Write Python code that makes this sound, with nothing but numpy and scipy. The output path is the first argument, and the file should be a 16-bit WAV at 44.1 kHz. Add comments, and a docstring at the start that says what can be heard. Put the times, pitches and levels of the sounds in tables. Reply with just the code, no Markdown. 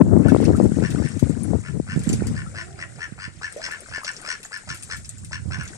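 """Ducks feeding in a shallow pool

A breeze buffets two microphone ports, hard at first, then mostly dying away: shaped noise plus single eddies.
Something coos faintly far off: wavering tones. Stirred water is a fine hiss of noise and many small bubbles.
Bills and feet tick and drip, bread plops in: decaying tones and noise slaps.
One duck gives a long run of short, hoarse quacks: pulses and puffs of noise through resonances."""
import sys
import numpy as np
from scipy import signal
from scipy.fft import rfft, irfft, next_fast_len
from scipy.io import wavfile
from scipy.ndimage import uniform_filter1d

SR = 44100
rng = np.random.default_rng(int(sys.argv[2]) if len(sys.argv) > 2 else 0)


def put_to_file(sound):
    """Save the sound as 16-bit audio at rate SR, in the file named by the first command-line argument."""
    columns = np.atleast_2d(sound).T  # one column per channel
    safe = np.clip(columns, -1, 1)
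    whole_steps = np.round(safe * 32767)
    wavfile.write(sys.argv[1], SR, whole_steps.astype(np.int16))


N = 254456
TIME = np.arange(N) / SR


def from_db(db):
    """Decibels to gain."""
    return 10 ** (np.asarray(db) / 20)


def rms_one(x):
    """Scale to unit power."""
    return x / np.sqrt(np.mean(x ** 2) + 1e-20)


def in_time(rows):
    """Interpolate each column of a curve sample by sample."""
    s, *columns = np.transpose(rows)
    return [np.interp(TIME, s, column) for column in columns]


def add(track, s, sound):
    """Mix a sound into a track from time s on."""
    at = int(np.clip(round(s * SR), 0, N - 1))
    track[at:at + len(sound)] += sound[:N - at]


def drift(rate_hz):
    """Smooth random curve with rms 1 and rate_hz knots per second."""
    knots = rng.standard_normal(N // 40)
    return rms_one(np.interp(TIME * rate_hz, np.arange(len(knots)), knots))


def coloured(x, points):
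    """Filter by (f/Hz, gain/dB) points, interpolated over log frequency."""
    hz, db = np.transpose(points)
    size = next_fast_len(N + 4096)
    bins_hz = np.maximum(np.fft.rfftfreq(size, 1 / SR), 1)
    gain = from_db(np.interp(np.log(bins_hz), np.log(hz), db))
    return irfft(rfft(x, size) * gain, size)[..., :N]


def resonate(x, hz, width_hz):
    """Resonance with peak gain 1 whose pitch glides along hz while it rings."""
    r = np.exp(-np.pi * width_hz / SR)
    turn = np.exp(2j * np.pi * np.cumsum(hz) / SR)
    return 2 * np.real(turn * signal.lfilter([1 - r], [1, -r], x / turn))


def band(x, low_hz, high_hz):
    """Butterworth band-pass."""
    sos = signal.butter(2, [low_hz, min(high_hz, .45 * SR)], "band", fs=SR, output="sos")
    return signal.sosfilt(sos, x)


def below(x, top_hz):
    """Steep low-pass."""
    return signal.sosfilt(signal.butter(6, min(top_hz, .45 * SR), fs=SR, output="sos"), x)


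def pool_walls(x, wet_db, t60_s):
    """Low walls and the yard return short, decaying noise-like reflections, stronger on the right."""
    t, right_db = TIME[:SR // 2], 6.0
    echoes = rng.standard_normal((2, len(t))) * from_db(-60 * t / t60_s) * (t > .002)
    echoes /= np.sqrt(np.sum(echoes ** 2, axis=1, keepdims=True))
    wet = signal.oaconvolve(x[None], echoes, axes=1)[:, :N]
    return x + from_db([[wet_db], [wet_db + right_db]]) * wet


# puffs that thud on a port: [t/s, length/s, level/dB before gain, port 0 left 1 right]
PUFFS = [(-0.015, 0.055, -7, 0), (0.164, 0.062, -10, 0), (0.261, 0.017, -9.5, 0), (0.34, 0.033, -10, 0),
         (0.434, 0.082, -14, 0), (0.49, 0.031, -11, 0), (0.655, 0.068, -15.5, 0), (0.809, 0.078, -16.5, 0),
         (0.918, 0.058, -30, 1), (0.923, 0.041, -21.5, 0), (1.009, 0.092, -20.5, 0), (1.159, 0.039, -20, 0),
         (1.244, 0.041, -16.5, 0), (1.31, 0.047, -21, 0), (1.418, 0.084, -21.5, 0), (1.508, 0.02, -16.5, 0),
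         (1.547, 0.027, -12.5, 0), (1.747, 0.067, -22, 0), (2.12, 0.082, -23.5, 0), (2.32, 0.12, -24.5, 0),
         (3.922, 0.045, -36.5, 1), (4.702, 0.045, -30, 1), (4.946, 0.017, -30, 1), (5.003, 0.054, -35, 0),
         (5.146, 0.021, -31, 1)]


def wind_strength(curve, port):
    """Breeze at one port in dB; each puff adds its swelling and fading power."""
    power = from_db(in_time(curve)[0]) ** 2
    for s, length_s, db, side in PUFFS:
        if round(side) == port:
            power = power + from_db(db) ** 2 * np.exp(-(2 * (TIME - s) / length_s) ** 2)
    return 10 * np.log10(power)


def wind(strength_db, gain_db, corner_hz):
    """Turbulence at one port: the harder it blows, the smaller the eddies and the higher the rumble reaches."""
    steep, doubling_db = 8.53, 24.5
    lumpy_db, lowest_hz, highest_hz = 3.0, 70, 1700
    level_db = strength_db + lumpy_db * drift(70)
    # corner_hz holds at -10.5 dB and doubles every doubling_db
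    corner = corner_hz * 2 ** ((np.maximum(level_db, -36) + 10.5) / doubling_db)
    edges_hz = 58 * 2 ** (np.arange(11) / 2)
    white, out = rng.standard_normal((2, N)), np.zeros(N)
    for k, (low, high) in enumerate(zip(edges_hz, edges_hz[1:])):
        rolloff = np.sqrt(1 + (np.sqrt(low * high) / corner) ** steep)
        out += band(white[k % 2], low, high) / rolloff
    power = uniform_filter1d(uniform_filter1d(out ** 2, size=1400), size=1400)
    rumble = from_db(level_db + gain_db) * out / np.sqrt(power + 1e-12)
    high_pass = signal.butter(5, lowest_hz, "high", fs=SR, output="sos")
    return signal.sosfilt(high_pass, below(rumble, highest_hz))


# breeze strength at each port: [t/s, level/dB before gain]
WIND_LEFT = [(0.0, -19.5), (0.45, -16), (0.7, -20.5), (1.03, -28), (1.11, -36), (1.42, -26), (1.58, -24),
             (1.66, -42), (1.9, -32), (2.55, -34.5), (2.75, -50.5), (3.55, -56.5), (4.35, -66), (4.9, -54),
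             (5.25, -40.5), (5.77, -43.5)]
WIND_RIGHT = [(0.0, -23.5), (0.18, -31.5), (0.55, -28.5), (1.1, -49.5), (1.74, -45), (1.97, -28.5),
              (2.22, -25), (2.5, -42), (3.48, -45.5), (3.62, -79), (4.6, -61), (4.74, -46.5), (5.38, -37.5),
              (5.47, -28.5), (5.64, -34), (5.72, -46)]


def breeze():
    """Wind noise arises at each port on its own, so the two rumbles are unrelated."""
    return np.array([wind(wind_strength(WIND_LEFT, 0), gain_db=1.22, corner_hz=325),
                     wind(wind_strength(WIND_RIGHT, 1), gain_db=4.0, corner_hz=250)])


# single eddies that slap a port: [t/s, level/dB before band-pass, f/Hz at onset, port 0 left 1 right]
EDDIES = [(0.006, -17, 460, 0), (0.016, 5.5, 280, 0), (0.066, -12, 564, 0), (0.135, -3, 620, 0),
          (0.165, 1, 534, 0), (0.173, -1, 340, 0), (0.199, -5, 342, 0), (0.259, -2, 440, 0),
          (0.319, 5, 325, 0), (0.327, 1.5, 344, 0), (0.347, 4.5, 640, 0), (0.363, 0, 627, 0),
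          (0.402, -3.5, 560, 0), (0.453, -2.5, 268, 0), (0.482, -2, 570, 0), (0.491, -2.5, 450, 0),
          (0.503, 2, 380, 0), (0.511, -3, 446, 0), (0.600, 2.5, 636, 0), (0.608, -2.5, 370, 0),
          (0.612, -3, 504, 0), (0.638, -0.5, 217, 0), (0.648, -6, 326, 0), (0.718, -2, 274, 0),
          (0.767, -4, 216, 0), (0.786, -9.5, 490, 0), (0.823, -3.5, 358, 0), (0.947, -5, 316, 0),
          (0.999, -5, 325, 0), (1.022, -13.5, 566, 0), (1.045, -6.5, 218, 0), (1.226, 3, 250, 0),
          (1.234, -2, 214, 0), (1.296, -2, 264, 0), (1.534, -7.5, 790, 0), (1.553, -17, 516, 0),
          (1.799, -4, 370, 0), (1.961, -5, 210, 1), (1.974, -4, 250, 1), (2.073, -9, 260, 1),
          (2.098, -7, 280, 1), (2.136, -4.5, 233, 1), (2.221, -4.5, 380, 1), (3.122, -16.5, 188, 1),
          (3.277, -21, 193, 1)]


def eddies():
    """An eddy pushes and pulls the diaphragm once or twice, ever more slowly."""
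    cycles, slowing = 0.48, 0.74
    out, t = np.zeros((2, N)), TIME[:2048]
    for s, db, hz, port in EDDIES:
        age = t * hz
        envelope = age / cycles * np.exp(1 - age / cycles)
        swing = -np.sin(2 * np.pi * np.log1p(slowing * age) / slowing) * envelope
        add(out[int(round(port))], s, from_db(db) * swing)
    return band(out, 126, 920)


# faint far-off coos: [t/s, length/s, f/Hz at the top, level/dB, droop at the ends/share, octave/dB]
COOS = [(2.41, .52, 354, -52, 0.35, -1.5)]


def coos():
    """Soft, distant notes arch up and sink again, their pitch wavering into a blur."""
    waver, waver_hz = 0.0704, 140
    out = np.zeros(N)
    for s, length_s, hz, db, droop, octave_db in COOS:
        along = np.linspace(-1, 1, int(length_s * SR))
        pitch_hz = hz * (1 - droop * along ** 2) * (1 + waver * drift(waver_hz)[:len(along)])
        phase = 2 * np.pi * np.cumsum(pitch_hz) / SR
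        note = np.sin(phase) + from_db(octave_db) * np.sin(2 * phase)
        add(out, s, from_db(db) * np.cos(np.pi * along / 2) * note)
    return out


def bubble(hz, t60_s, rise=0.53):
    """A bubble's decaying note climbs as it nears the surface."""
    t = TIME[:int(t60_s * SR) + 8]
    note = np.sin(2 * np.pi * hz * (t + rise * t * t / (2 * t60_s)))
    return note * from_db(-60 * t / t60_s) * (1 - np.exp(-2 * hz * t))


def fizz(spectrum, per_s, cycles, spread_db, wash, low_hz, high_hz):
    """Clumps of small bubbles of all sizes over a smooth wash; rms 1."""
    born = rng.random(N) < per_s * from_db(4 * drift(25)) / SR
    strength = from_db(spread_db * np.minimum(rng.exponential(1, N), 4))
    sizes = born * strength * rng.choice([-1, 1], N)
    dealt, grains = rng.integers(0, 24, N), np.zeros(N)
    for k, hz in enumerate(np.geomspace(low_hz, high_hz, 24)):
        grains += hz * signal.oaconvolve(sizes * (dealt == k), bubble(hz, cycles / hz))[:N]
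    smooth = rms_one(coloured(rng.standard_normal(N), spectrum))
    return rms_one(rms_one(coloured(grains, spectrum)) + wash * smooth)


# paddling and dabbling: [t/s, stirring level/dB before gain, fine spray level/dB before gain]
WATER = [(0.0, -62.5, -44), (0.2, -54.5, -42), (0.45, -43.5, -40.5), (0.65, -52, -39.5), (0.92, -47.5, -37),
         (1.87, -59.5, -43.5), (2.1, -44.5, -37), (2.45, -55.5, -43), (3.36, -58.5, -48.5),
         (3.66, -49.5, -43.5), (4.0, -56, -43.5), (4.17, -51, -41.5), (4.55, -56.5, -44.5),
         (4.85, -56, -38), (5.08, -60, -42), (5.42, -63.5, -45), (5.65, -50, -45.5), (5.77, -53.5, -39)]
# filter curves of the three textures of stirred water: [f/Hz, gain/dB]
LAPPING = [(200, 4), (350, -5.5), (480, -6), (700, -7), (950, -12), (1500, -2.5), (2200, -20), (3200, -47),
           (9000, -43)]
SPLASH = [(1000, -13), (1800, 7.5), (3000, -3), (4500, -4.5), (6000, -1), (8000, -59), (10000, -45),
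          (13000, -23)]
SPRAY = [(2500, -19.5), (4000, -6), (6000, -4.5), (8000, 5), (9500, 1), (11000, -24.5), (14000, -66)]


def water():
    """Feet and bills stir the surface all over the pool, so the ports hear it largely apart."""
    lap_gain_db, splash_gain_db, spray_gain_db = 6.0, 3.0, -4.5
    surge_db, apart = 0.54, .75
    stir_db, spray_db = in_time(WATER)

    def surface():
        """One patch of stirred water: lapping, splashing and spray."""
        lapping = fizz(LAPPING, per_s=400, cycles=19.6, spread_db=6.0, wash=1.0,
                       low_hz=308.6, high_hz=2700)
        splashing = fizz(SPLASH, per_s=560, cycles=84, spread_db=3.0, wash=0.53,
                         low_hz=1746, high_hz=8500)
        spray = fizz(SPRAY, per_s=730, cycles=21.0, spread_db=1.5, wash=0.93,
                     low_hz=5150, high_hz=12300)
        surging_db = spray_db + spray_gain_db + surge_db * drift(16)
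        return (from_db(stir_db + lap_gain_db) * lapping
                + from_db(stir_db + splash_gain_db) * splashing
                + from_db(surging_db) * spray)

    return (surface() + apart * surface() * [[1], [-1]]) / np.sqrt(1 + apart ** 2)


def bill_clicks():
    """Faint clicks fall at random while the ducks feed; rows like those of DROPS."""
    count, feeding_s = 20, (3.6, 5.77)
    level_db, spread_db, ring_hz, pitch_spread, body_db = -49, 3.5, 7400, .14, -9
    times = rng.uniform(*feeding_s, count)
    return [(s, level_db + spread_db * size, ring_hz * np.exp(pitch_spread * pitch), body_db)
            for s, (size, pitch) in zip(times, rng.standard_normal((count, 2)))]


# nearest drops and wet bill clicks: [t/s, level/dB before gains, ring f/Hz, body/dB before gain]
DROPS = [(0.284, -39.5, 8600, -9), (0.295, -48.5, 6000, 4), (0.41, -44, 8900, -8),
         (0.443, -35.5, 8950, -17), (0.452, -40.5, 5300, -3.5), (0.559, -46, 7450, -4),
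         (0.566, -38.5, 8500, -11.5), (0.638, -42, 9100, -7), (0.904, -45.5, 7600, 0.5),
         (1.0875, -38.5, 8660, -29), (1.1932, -43, 8750, -0.5), (1.294, -39, 8060, -14),
         (1.434, -32, 9630, -41), (1.9928, -38, 7960, -12), (2.0362, -41, 8600, -7),
         (2.091, -30, 7550, -9.5), (2.129, -35, 6320, -3), (2.131, -31.5, 9900, -15),
         (2.2693, -36, 8070, -5.5), (3.5248, -38.5, 8600, -17), (3.5684, -47, 7900, -5),
         (3.714, -41, 8100, -5), (3.806, -41, 9200, -17), (4.0216, -54, 8560, -11),
         (4.035, -46, 10600, -12), (4.046, -40.5, 5330, 6.5), (4.115, -40.5, 8060, -21),
         (4.1657, -38.5, 5660, -11), (4.2155, -42, 8800, -15), (4.4306, -40, 8600, -3.5),
         (4.4488, -40, 7040, -26), (4.6898, -47.5, 5500, 7), (4.746, -39.5, 8840, -5),
         (4.7727, -45, 8400, -5.5), (4.825, -39.5, 8600, -7.5), (4.8336, -32.5, 8800, -29),
         (4.967, -43, 8400, -5), (5.047, -43.5, 5540, -5.5), (5.092, -31, 8200, -17.5),
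         (5.247, -40, 8500, -11.5), (5.634, -41, 8600, -15), (5.6544, -44, 7100, -10),
         (5.677, -44, 6400, -2.5)]


def drops():
    """A drop rings a tiny bubble, slaps the surface and scatters droplets; low-ringing ones slap duller."""
    ring_db, ring_s, length_spread = 14.5, 0.00031, .35
    body_db, body_s, wetting_s, slap_top = 14.0, 0.0015, .0005, 1.6
    wet_tail_db, spatter_db, spatter_s = -9.0, -13.0, .014
    droplet_hz, droplet_spread, droplet_ring_s = 7200, .2, 0.00019
    out, t = np.zeros(N), TIME[:2048]

    def tick(hz, peak_s):
        """Short ring that peaks at peak_s."""
        return np.sin(2 * np.pi * hz * t) * (t / peak_s * np.exp(1 - t / peak_s)) ** 1.5

    for s, db, hz, low_db in bill_clicks() + DROPS:
        stretch = np.exp(length_spread * rng.standard_normal())
        wet_tail = from_db(wet_tail_db) * np.exp(-t / (spatter_s * stretch))
        fading = np.exp(-t / (body_s * stretch)) + wet_tail
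        noise = band(rng.standard_normal(len(t)), 1600, 12500)
        slap = below(noise * fading * (1 - np.exp(-t / wetting_s)), slap_top * hz)
        ring = from_db(ring_db) * tick(hz, ring_s * stretch)
        add(out, s, from_db(db) * (ring + from_db(low_db + body_db) * slap))
        waits_s = rng.exponential(spatter_s, size=8)
        for wait_s, size in zip(waits_s, rng.standard_normal(size=8)):
            droplet = tick(droplet_hz * np.exp(-droplet_spread * size), droplet_ring_s)
            add(out, s + wait_s, from_db(db + spatter_db + size) * droplet)
    return coloured(out, [(9500, 2.5), (12000, 0.0), (15000, -19)])


# air pockets ringing under the surface: [t/s, level/dB before decay, f/Hz at onset, t60/s, pitch rise over t60/share]
PLOPS = [(0.283, -19.5, 1424, 0.051, 0.47), (0.549, -25, 1193, 0.055, 1), (0.983, -35, 1180, .076, .1),
         (2.463, -31.5, 1273, 0.068, 0.42), (3.543, -40, 414, 0.034, 0.46), (3.563, -19.5, 485, 0.036, 0.7),
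         (3.579, -29.5, 600, 0.04, 0.2), (3.595, -28, 640, 0.045, 0.14), (3.688, -15, 826, 0.0056, 0.5),
         (3.98, -7.5, 586, 0.0029, 0.24), (4.015, -32, 1000, 0.051, .4), (4.033, -23.5, 1160, 0.034, 0.55),
         (4.282, -23, 590, 0.01, 0.19), (4.452, -17.5, 1460, 0.0054, 0.88)]


def plops():
    """The bread and the dipping bills trap large bubbles, which ring."""
    out = np.zeros(N)
    for s, db, hz, t60_s, rise in PLOPS:
        add(out, s, from_db(db) * bubble(hz, t60_s, rise))
    return out


def quack(opening_s, closing_s, rasp_db, rasp_lead_s, puffs_per_s, throat, bright):
    """The syrinx snaps shut in a slow beat; snaps and puffs ring the throat, pitched up as the bill opens."""
    puff_s, puff_delay_s, leak, breathy = .0027, .0006, .19, .6
    uneven_db, jitter, hurry = 1.8, .035, .008
    murmur, murmur_s = .38, .006  # soft throat sound before the bill opens
    opening_glide, closing_glide = .24, .09  # share by which the nearly shut bill lowers the resonances
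    rasp_gain_db, abruptness = 8.0, 2.3
    lead_s = 1.5 * opening_s
    t = np.arange(int((lead_s + 2.5 * closing_s) * SR)) / SR - lead_s

    def swell(u, power):
        """Rise over the opening, fall over the closing; 1 at u = 0."""
        return np.exp(-abs(u / np.where(u < 0, opening_s, closing_s)) ** power)

    def ring(push, modes, glide):
        """Sum of gliding resonances with alternating signs, in order of frequency."""
        return sum((-1) ** k * from_db(db) * resonate(push, hz * glide, width_hz)
                   for k, (hz, width_hz, db) in enumerate(sorted(modes)))

    # spacing and strength vary from puff to puff; the beat quickens through the call
    chance = rng.standard_normal((25, 2))
    spacing = 1 - hurry * (np.arange(25) - 12) + jitter * chance[:, 0]
    beats_s = np.cumsum(spacing) / puffs_per_s
    snaps, flow = np.zeros((2, len(t)))
    for beat, strength in zip(beats_s - beats_s[12], from_db(uneven_db * chance[:, 1])):
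        if t[0] < beat < t[-1]:
            snaps[np.searchsorted(t, beat)] = strength
            flow += strength * np.exp(-((t - beat - puff_delay_s) / puff_s) ** 2)
    puffs = rms_one(rng.standard_normal(SR // 2)[:len(t)] * (flow + leak))

    glide = 1 - np.where(t < 0, opening_glide, closing_glide) * (1 - swell(t, 2.6))
    murmuring = murmur * (t < 0) * (t > -opening_s - murmur_s)
    effort = np.maximum(swell(t, abruptness), murmuring)
    voice = band(ring(effort * (rms_one(snaps) + breathy * puffs), throat, glide), 1080, 2400)
    rasp_effort = swell(t + rasp_lead_s, abruptness) ** 1.5
    rasp = band(ring(rasp_effort * puffs, bright, np.sqrt(glide)), 3000, 9000)
    mix = rms_one(voice) + from_db(rasp_db + rasp_gain_db) * rms_one(rasp)
    return lead_s, mix * np.sqrt(np.mean(effort ** 2))


# quacks: [t/s at the loudest, bill opening/s, closing/s, level/dB before gain, rasp/dB before gain,
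#   rasp lead/s, puff rate/Hz, throat f/Hz, bill f/Hz, bill strength/dB before gain, rasp f/Hz];
#   the resonances are those of the open bill
QUACKS = [(0.272, 0.042, 0.043, -38.5, -23, .002, 79, 1464, 1740, 0, 5400),
          (0.859, .032, 0.02, -31, -19, 0.002, 90, 1530, 1820, 4, 5450),
          (1.05, 0.024, 0.032, -37, -18, .003, 90, 1610, 1870, 4, 5400),
          (1.672, 0.031, 0.026, -39, -21, 0.0016, 87, 1440, 1790, -1, 5340),
          (1.919, 0.039, 0.043, -34.5, -19, .002, 94, 1510, 1820, -0.5, 5240),
          (2.390, 0.033, 0.041, -36.5, -19.5, 0.012, 75, 1480, 1834, 3.5, 5150),
          (2.593, 0.039, 0.04, -33, -17.5, 0.0042, 112, 1500, 1870, 4.5, 5350),
          (2.825, .032, 0.02, -32, -20.5, 0.0099, 88, 1482, 1880, 4, 5400),
          (3.029, 0.032, 0.036, -31, -21.5, 0.0036, 85, 1450, 1825, 5.5, 5570),
          (3.230, 0.039, 0.04, -34.5, -16, 0.00091, 97, 1512, 1840, 0.5, 4980),
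          (3.454, 0.03, .029, -29, -19.5, .009, 89, 1460, 1756, 8, 5530),
          (3.651, .034, 0.025, -31.5, -9.5, 0.0021, 84, 1580, 1910, 2, 5350),
          (3.734, .044, .036, -33, -25, .003, 81, 1470, 1770, 3, 5460),
          (3.959, 0.037, 0.038, -30, -18.5, 0.0014, 87, 1480, 1766, 5, 5230),
          (4.090, 0.034, 0.02, -29.5, -13, 0.0077, 86, 1505, 1764, 2, 5480),
          (4.302, 0.047, 0.048, -29.5, -12.5, 0.0013, 78, 1490, 1830, 1.5, 5440),
          (4.551, .03, 0.032, -32.5, -15, 0.0037, 92, 1460, 1774, 5.5, 5270),
          (4.713, .028, 0.033, -32.5, -14, 0.0064, 85, 1450, 1770, -2, 5500),
          (4.922, .02, 0.028, -31, -12, 0.0027, 88, 1487, 1830, 2, 5440),
          (5.343, 0.022, 0.032, -31.5, -14.5, 0.0084, 84, 1516, 1780, 3, 5540),
          (5.544, 0.03, .024, -32, -16.5, 0.0059, 88, 1530, 1760, 1.5, 5520),
          (5.610, 0.027, 0.031, -34.5, -18.5, 0.008, 84, 1476, 1700, -3, 5800)]
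# resonances common to all quacks, of the throat and of the rasp: [f/Hz at open bill, width/Hz, gain/dB]
THROAT = [(1050, 90, -5), (2280, 140, -3.5), (2850, 260, -3)]
RASP = [(3440, 210, -1.5), (4300, 225, 1.5), (6740, 1200, -7), (7600, 1000, -5.5), (8600, 790, -1)]


def duck():
    """Each quack starts with a dull noise cluck from the nearly shut bill."""
    gain_db, cluck_db, cluck_s, cluck_lead_s = 2.0, -5.5, 0.0062, .011
    low_width_hz, low_db = 53, 3
    bill_width_hz, bill_gain_db = 73, 2
    rasp_width_hz, rasp_peak_db = 340, 7.5
    out, t = np.zeros(N), TIME[:2048]
    for (s, opening_s, closing_s, db, rasp_db, rasp_lead_s, puffs_per_s,
         low_hz, bill_hz, bill_db, rasp_hz) in QUACKS:
        throat = THROAT + [(low_hz, low_width_hz, low_db),
                           (bill_hz, bill_width_hz, bill_gain_db + bill_db)]
        bright = RASP + [(rasp_hz, rasp_width_hz, rasp_peak_db)]
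        lead_s, sound = quack(opening_s, closing_s, rasp_db, rasp_lead_s, puffs_per_s, throat, bright)
        add(out, s - lead_s, from_db(db + gain_db) * sound)
        cluck = rms_one(band(rng.standard_normal(len(t)), 480, 1200)) * np.exp(-t / cluck_s)
        add(out, s - opening_s - cluck_lead_s, from_db(db + cluck_db) * cluck)
    return coloured(out, [(9000, 0), (11500, -24)])


# how much weaker the right port hears the pool: [f/Hz, gain/dB]
RIGHT_PORT = [(300, -2), (700, -1.5), (1100, -10.5), (1700, -6.5), (3000, -4), (5500, -6.5), (7500, -2),
              (9000, -25), (12000, -11)]


def scene():
    """The pool reaches the left port later but louder; the wind blows on each port alone."""
    left_lag_s = 0.00016
    distance = pool_walls(coos(), wet_db=1.0, t60_s=0.9)
    drips = pool_walls(drops(), wet_db=-3.0, t60_s=0.062)
    calls = pool_walls(duck() + plops(), wet_db=-8.0, t60_s=.18)
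    left, right = distance + water() + drips + calls
    pool = np.array([np.interp(TIME - left_lag_s, TIME, left), coloured(right, RIGHT_PORT)])
    return pool + breeze() + eddies()


def record(dry):
    """Peaks are rounded off towards full scale; the top is cut."""
    cutoff_hz = 15000
    rounded = dry / (1 + dry ** 6) ** (1 / 6)
    return signal.sosfilt(signal.ellip(10, .1, 80, cutoff_hz, fs=SR, output="sos"), rounded)


dry = scene()
out = record(dry)
put_to_file(out)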